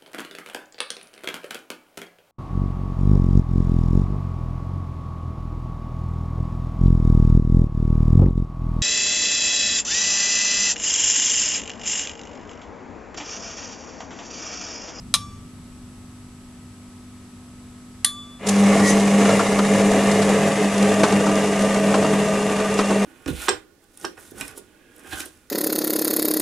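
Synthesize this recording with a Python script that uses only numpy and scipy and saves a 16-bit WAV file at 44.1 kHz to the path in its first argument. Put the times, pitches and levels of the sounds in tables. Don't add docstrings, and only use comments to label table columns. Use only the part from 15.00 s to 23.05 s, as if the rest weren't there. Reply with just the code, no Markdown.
import sys
import numpy as np
from scipy import signal
from scipy.fft import rfft, irfft, next_fast_len
from scipy.io import wavfile

SR = 44100
rng = np.random.default_rng(int(sys.argv[2]) if len(sys.argv) > 2 else 0)


def inscribe(sig):
    pcm = np.round(np.clip(np.atleast_2d(sig).T, -1, 1) * 32767)
    wavfile.write(sys.argv[1], SR, pcm.astype(np.int16))


N = 355005
TIME = np.arange(N) / SR
MAINS_HZ = 50.02
START_S, GRIP_S = 3.385, 3.457


def amp(db):
    return 10 ** (np.asarray(db) / 20)


def unit(x):
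    return x / np.sqrt(np.mean(x ** 2) + 1e-20)


def eq_curve(points, hz):
    f, value = np.transpose(points)
    return np.interp(np.log(hz + 1), np.log(f + 1), value)


def automation(points):
    return np.interp(TIME, *np.transpose(points))


def add(mix, start_s, sound):
    part = mix[:, round(start_s * SR):][:, :sound.shape[1]]
    part += sound[:, :part.shape[1]]


def drift(rate_hz):
    size = next_fast_len(N)
    hz = np.arange(0, min(4 * rate_hz, SR / 2), SR / size)
    real, imaginary = rng.standard_normal((2, len(hz)))
    return unit(irfft((real + 1j * imaginary) * np.exp(-(hz / rate_hz) ** 2), size)[:N])


def stereo(drive, gain, width):
    size = next_fast_len(drive.shape[1])
    hz = np.fft.rfftfreq(size, 1 / SR)
    mid, side = rfft(drive, size) * gain(hz)
    side = side * amp(eq_curve(width, hz))
    return unit(irfft([mid + side, mid - side], size)[:, :drive.shape[1]])


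# (frequency [Hz], side relative to mid [dB])
MACHINE_WIDTH = [(60, -12), (110, -22), (200, -11), (350, -40), (640, -25), (1150, -17), (2070, -15.5),
                 (3730, -8.5), (6720, -7.5), (12100, -4)]


def noise(colour, size, envelope=1, tilt_db_per_octave=0, width=MACHINE_WIDTH):
    drive = rng.standard_normal((2, size)) * envelope
    return stereo(drive, lambda hz: amp(eq_curve(colour, hz) + tilt_db_per_octave * np.log2(hz + 1)), width)


# (frequency [Hz], relative level [dB])
AIR_COLOUR = [(12, -46), (20, -7), (101, -3), (151, -5), (245, -8.5), (296, -14.5), (444, -22),
              (1170, -22.5), (1270, -24.5), (1380, -25.5), (1670, -27), (7140, -33.5), (7950, -31),
              (11300, -34.5), (12600, -47), (16400, -79), (22000, -120)]
# (frequency [Hz], side relative to mid [dB])
AIR_WIDTH = [(60, -15), (110, -18), (200, -18), (350, -9.5), (640, -9), (1150, -9), (2070, -3.5),
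             (3730, -3.5), (6720, 0.5), (12100, -1)]


def room_air(stir_db=-41, still_db=-48.5, settle_s=0.83):
    air = noise(AIR_COLOUR, N, width=AIR_WIDTH)
    low = signal.sosfiltfilt(signal.butter(2, 330, fs=SR, output="sos"), air)
    low_db = still_db + (stir_db - still_db) * np.exp(-(TIME / settle_s) ** 2)
    return amp(low_db) * unit(low) + amp(-52.5) * unit(air - low)


# (frequency [Hz], rms level [dB])
FAN_TONES = [(98.3, -52.5), (197.4, -54.5), (246.3, -46), (295.6, -60.5), (344.6, -66), (393.8, -64),
             (1281, -64), (7800, -66.5), (7827, -79.5)]


def fan(waver_rad=0.11):
    waver = waver_rad * drift(4.6)
    tones = sum(amp(db) * np.sin(2 * np.pi * (hz * TIME + rng.random()) + waver) for hz, db in FAN_TONES)
    return np.sqrt(2) * tones


# (time [s], crack level [dB], crack t60 [s], tail level [dB], tail t60 [s],
# bounce delay [s], bounce relative to crack [dB], spring level [dB])
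RELAY_HITS = [(0.1399, -7, 0.055, -23.5, 0.19, 0.014, -20, -28),
              (3.046, -4.5, 0.029, -19.5, 0.17, 0.018, -24, -29)]
# (frequency [Hz], relative level [dB])
CRACK_COLOURS = [
    [(250, -50), (600, -22.5), (1100, -10), (1700, -16), (2700, -14.5), (3500, -4), (3970, 3), (4400, -18),
     (5000, -5), (5600, -17), (6200, -7), (7300, -17), (9500, -8), (12500, -23), (14000, -40)],
    [(250, -47), (700, -25), (1200, -18), (1700, -5.5), (2600, -17), (3400, -4), (4200, -3), (5500, -13),
     (7100, -4), (7700, -16), (8700, 0), (10500, 1), (11400, -7), (12500, -19), (14000, -28)],
]
# (frequency [Hz], relative level [dB], t60 [s])
SPRING_MODES = [
    [(1167, -2, .63), (2360, -23.5, 0.92), (3456, -13.5, 0.62), (3865, -18, .23), (4560, -21, .7),
     (5520, -11, .52), (6500, -19, 0.78), (7540, -20, .5), (9200, -20, 0.55), (10650, -28, .34)],
    [(1172, -7, 1), (3460, 1, 0.87), (4280, 1, .15), (4587, -22, 1), (6508, -22, 0.9), (7360, -13, 0.65),
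     (8909, -15, .3), (9609, -14, 0.42), (9841, -18, 0.31), (10500, -17, .26), (10700, -18, 0.69)],
]
# (frequency [Hz], side relative to mid [dB])
RELAY_WIDTH = [(60, -11), (110, -13), (200, -16), (350, -14), (640, -22), (1150, -19), (2070, -13),
               (3730, -15), (6720, -8), (12100, -8.5)]


def relay(hit, colour, modes, attack_s=0.00047, beat_depth=0.31, beat_hz=13):
    start_s, crack_db, crack_t60, tail_db, tail_t60, bounce_s, bounce_db, spring_db = hit
    t = np.arange(SR) / SR
    slam = amp(-60 * t / crack_t60)
    bounce = amp(bounce_db - 60 * abs(t - bounce_s) / crack_t60) * (t > bounce_s)
    envelope = np.hypot(amp(crack_db) * (slam + bounce), amp(tail_db - 60 * t / tail_t60))
    ring = np.zeros((2, SR))
    for hz, db, t60 in modes:
        phase = rng.uniform(0, 2 * np.pi) + np.array([[0], [hz / 9000]])
        rate_hz = beat_hz * rng.uniform(0.56, 1.42)
        beat = 1 + beat_depth * np.sin(2 * np.pi * (rate_hz * t + rng.random()))
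        ring += amp(spring_db + db - 60 * t / t60) * beat * np.sin(2 * np.pi * hz * t - phase)
    crack = envelope * noise(colour, SR, width=RELAY_WIDTH)
    attack = np.minimum(t / attack_s, 1)
    return start_s, (crack + ring) * attack * amp([[.5], [-.5]])


def run_up(rise_s, creep_db):
    creep = np.clip((TIME - START_S) / (GRIP_S - START_S), 0, 1)
    grip = np.clip((TIME - GRIP_S) / rise_s, 0, 1)
    return amp(creep_db) * creep * (1 - grip) + grip


# (multiple of the mains, relative level [dB])
HUM_PARTIALS = [(2, -29), (4, -0.5), (6, -20), (8, -22), (10, -22), (12, -22), (16, -22.5)]
# (time [s], level [dB])
HUM_RIDE = [(3.52, -15), (3.67, -11.5), (3.73, -17.5), (4.14, -16.5), (4.39, -19), (4.44, -25.5),
            (4.65, -18), (5.26, -18.5), (5.59, -26), (5.66, -19.5), (5.73, -26), (5.83, -15), (6.12, -24.5),
            (6.14, -19), (6.57, -24.5), (6.61, -19.5), (7.61, -24.5), (8.05, -20)]


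def motor_hum(trim_db=-0.3, beat_hz=8.51, beat_db=0.9, flutter_db=1.1, wobble_rad=0.064):
    beat = np.cos(2 * np.pi * beat_hz * (TIME - GRIP_S) + .5 * drift(1))
    drone = np.zeros(N)
    for multiple, db in HUM_PARTIALS:
        phase = 2 * np.pi * (multiple * MAINS_HZ * TIME + rng.random())
        drone += amp(db) * np.sin(phase + wobble_rad * drift(23))
    level_db = trim_db + automation(HUM_RIDE) + beat_db * beat + flutter_db * drift(10)
    return np.sqrt(2) * run_up(rise_s=.055, creep_db=-17) * amp(level_db) * drone


# (time [s], level [dB])
DRUM_LOAD = [(3.55, -27.5), (3.74, -19.5), (4.16, -22.5), (4.26, -17), (4.64, -25), (4.7, -20), (5.47, -20),
             (5.59, -25.5), (5.63, -20), (5.7, -27), (5.83, -20.5), (6.77, -24), (6.96, -21.5), (7.69, -26),
             (7.89, -24), (7.91, -17.5), (7.99, -27), (8.05, -23)]


def load_gain(db, follow, fall_db_per_s, usual_load_db=-21):
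    load_db = automation(DRUM_LOAD) - usual_load_db
    return amp(db + follow * load_db - fall_db_per_s * (TIME - GRIP_S))


# (time [s], place [0 over the relays, 1 over the motor])
LISTENER_PATH = [(3.4, 0.019), (4.6, 0.039), (5.3, 0.33), (6.1, 0.62), (7.0, 0.89), (8.05, 0.98)]
# (frequency [Hz], relative level [dB])
RUMBLE_COLOUR = [(30, -18), (80, -22), (110, -6), (180, -5.5), (240, 0.5), (340, -2.5), (480, 1),
                 (620, -0.5), (780, -1.5), (900, -14.5), (1300, -17.5), (3000, -56)]
SWISH_COLOUR = [(500, -19), (900, -2), (1050, -4), (1160, 3), (1300, -6), (1650, -6), (1900, -4.5),
                (2200, -3.5), (2600, -8), (2850, -9), (3050, -12), (3700, -13.5), (4300, -23.5),
                (8000, -35)]
HISS_COLOUR = [(2000, -8), (4000, -2.5), (5600, 0.5), (6100, 2), (6600, 2.5), (7100, 1.5), (7550, 0.5),
               (8100, 1), (8700, -0.5), (10000, -3), (11200, -6), (12000, -17), (12700, -32), (13500, -45)]


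def drum(throb=0.32, lump_depth_db=2.0, grit_db=2.0, rise_s=.018):
    place = automation(LISTENER_PATH)
    torque = 1 + throb * np.cos(2 * np.pi * 2 * MAINS_HZ * TIME)
    lumps_db = lump_depth_db * drift(45)
    grit = amp(grit_db * drift(990))
    rumble = amp(-2.5) * noise(RUMBLE_COLOUR, N, torque * amp(lumps_db))
    rumble += amp(-1.25) * cabinet_ring(torque, place)
    swish = wall_echoes(noise(SWISH_COLOUR, N, grit * amp(0.5 * lumps_db)), place) + air_gap(place)
    hiss = wall_echoes(noise(HISS_COLOUR, N, np.sqrt(grit) * amp(0.33 * lumps_db)), place)
    rumble *= load_gain(-21.5, follow=0.93, fall_db_per_s=0.12)
    swish *= load_gain(-27, follow=0.37, fall_db_per_s=0.35)
    hiss *= load_gain(-31.5, follow=0.34, fall_db_per_s=0.76)
    return run_up(rise_s, creep_db=-5.5) * (rumble + swish) + run_up(rise_s, creep_db=-19) * hiss


# (frequency [Hz], half-width [Hz], relative level over the relays [dB], relative level over the motor [dB])
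CABINET_MODES = [(101.8, 5.5, -16, -28), (157.3, 5.5, -11, -18), (203.4, 6.2, -9.5, -13),
                 (300.3, 4.6, -7.5, -23), (419.8, 11.5, -3.5, -1.5), (438.2, 6.2, -7.5, -8.5),
                 (545.7, 11.3, -4.5, -15), (639.7, 4.1, -30, 1.5), (670, 9.9, -6, -39),
                 (720, 7.3, -21, -27), (995, 13, -30, -14), (1187, 34, -17.5, -13), (1820, 49, -14.5, -32),
                 (2816, 40, -17, -37), (7100, 75, -20, -27), (8130, 48, -26, -21)]


def cabinet_ring(torque, place):
    centre_hz, half_width_hz, relay_end_db, motor_end_db = np.transpose(CABINET_MODES)[:, :, None]
    drive = rng.standard_normal((2, N)) * torque

    def ring(db):
        peaks = amp(db) / np.sqrt(half_width_hz)
        return stereo(drive, lambda hz: (peaks / (1 + ((hz - centre_hz) / half_width_hz) ** 2)).sum(0),
                      MACHINE_WIDTH)

    near = place ** 2
    return np.sqrt(1 - near ** 2) * ring(relay_end_db) + near * ring(motor_end_db)


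def wall_echoes(sound, place, echo_gain=.2, stretch=.3, tremor_s=.00004, count=6):
    out = sound.copy()
    tremor = tremor_s * drift(2)
    for delay_s in rng.uniform(0.000977, .012, count):
        delayed_time = TIME - delay_s * (1 + stretch * rng.uniform(-1.01, 1) * place) - tremor
        out += echo_gain * np.array([np.interp(delayed_time, TIME, channel) for channel in sound])
    return unit(out)


def air_gap(place, glide_hz=(2200, 2784), swell_db=(-17.5, -11.5), open_place=.65, width_hz=120):
    phase = 2 * np.pi * np.cumsum(np.interp(place, [0, open_place], glide_hz)) / SR
    band = unit(drift(width_hz) * np.cos(phase) + drift(width_hz) * np.sin(phase))
    return amp(np.interp(place, [0, 1], swell_db)) * band


def ticks(per_s=14, level_db=-43, t60=0.038, spread_db=3):
    strengths = amp(spread_db * np.minimum(rng.exponential(1, N), 3))
    hits = strengths * (rng.random(N) < per_s / SR)
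    envelope = signal.lfilter([1], [1, -amp(-60 / (t60 * SR))], hits)
    return amp(level_db) * noise(HISS_COLOUR, N, envelope, tilt_db_per_octave=-2.5) * (TIME > GRIP_S)


# (centre time [s], length [s], level [dB])
BELT_SCUFFS = [(3.474, 0.02, -24.5), (3.493, .025, -18.5), (3.512, 0.044, -33), (3.886, .15, -25)]
# (centre time [s], length [s], frequency [Hz], level [dB])
BELT_CHIRPS = [(3.875, 0.18, 1922, -25.5), (3.9, 0.097, 6132, -28), (3.885, 0.056, 6800, -37),
               (3.9, .09, 6810, -39), (3.6, 0.056, 9200, -39), (3.905, 0.028, 9453, -28)]


def belt():
    out = np.zeros((2, N))
    for centre_s, length_s, db in BELT_SCUFFS:
        size = round(length_s * SR)
        add(out, centre_s - length_s / 2, amp(db) * np.hanning(size) * noise(HISS_COLOUR, size))
    slip = .5 * drift(120)
    for centre_s, length_s, hz, db in BELT_CHIRPS:
        swell = np.cos(np.pi * np.clip((TIME - centre_s) / length_s, -.5, .5)) ** 2
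        out += np.sqrt(2) * amp(db) * swell * np.sin(2 * np.pi * hz * TIME + slip * hz / 3000)
    return out


# (time [s], relative level [dB], t60 [s], brightness [dB per octave])
DRUM_KNOCKS = [(3.795, -23, 0.088, 2), (4.251, -19.5, .08, 2.5), (4.291, -18, 0.14, 2.5),
               (4.393, -12.5, 0.12, 0.5), (4.588, -13, 0.062, 0), (5.112, -22.5, .07, 6.5),
               (5.22, -20, 0.1, 4), (6.033, -7.5, 0.1, 0.5), (6.123, -17.5, 0.065, 1),
               (6.264, -15.5, 0.15, -2), (6.618, -24.5, .06, 6.5), (6.941, -11.5, 0.1, -0.5),
               (7.047, -15, 0.064, -1.5), (7.333, -19, 0.039, -4), (7.6, -18.5, 0.064, 0.5),
               (7.790, -13.5, 0.097, 1.5), (7.907, -15.5, 0.15, -3.5)]
# (frequency [Hz], relative level [dB])
KNOCK_BODY = [(10, -60), (80, -9), (300, 9), (700, 5.5), (1100, 6.5), (1420, 6), (1750, -8), (2200, -6),
              (2800, -12), (4400, -12.5), (5500, -15), (10000, -23), (13000, -48)]


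def knocks(attack_s=0.00298, hold_s=0.0062, trim_db=-2.5):
    out = np.zeros((2, N))
    t = np.arange(SR // 3) / SR
    for time_s, db, t60, brightness in DRUM_KNOCKS:
        envelope = np.minimum(t / attack_s, 1) * amp(db - 60 * np.maximum(t - hold_s, 0) / t60)
        add(out, time_s - attack_s / 2, envelope * noise(KNOCK_BODY, len(t), tilt_db_per_octave=brightness))
    return amp(trim_db) * out


def scene():
    mix = room_air() + fan() + motor_hum() + drum() + knocks() + ticks() + belt()
    for hit, colour, modes in zip(RELAY_HITS, CRACK_COLOURS, SPRING_MODES):
        add(mix, *relay(hit, colour, modes))
    return mix * amp([[.18], [-.18]])


def record(dry):
    lowpass = signal.firwin(255, cutoff=12900, window=("kaiser", 8), fs=SR)
    return signal.oaconvolve(np.clip(dry, -1, 1), lowpass[None], "same")


dry = scene()
out = record(dry)
inscribe(out)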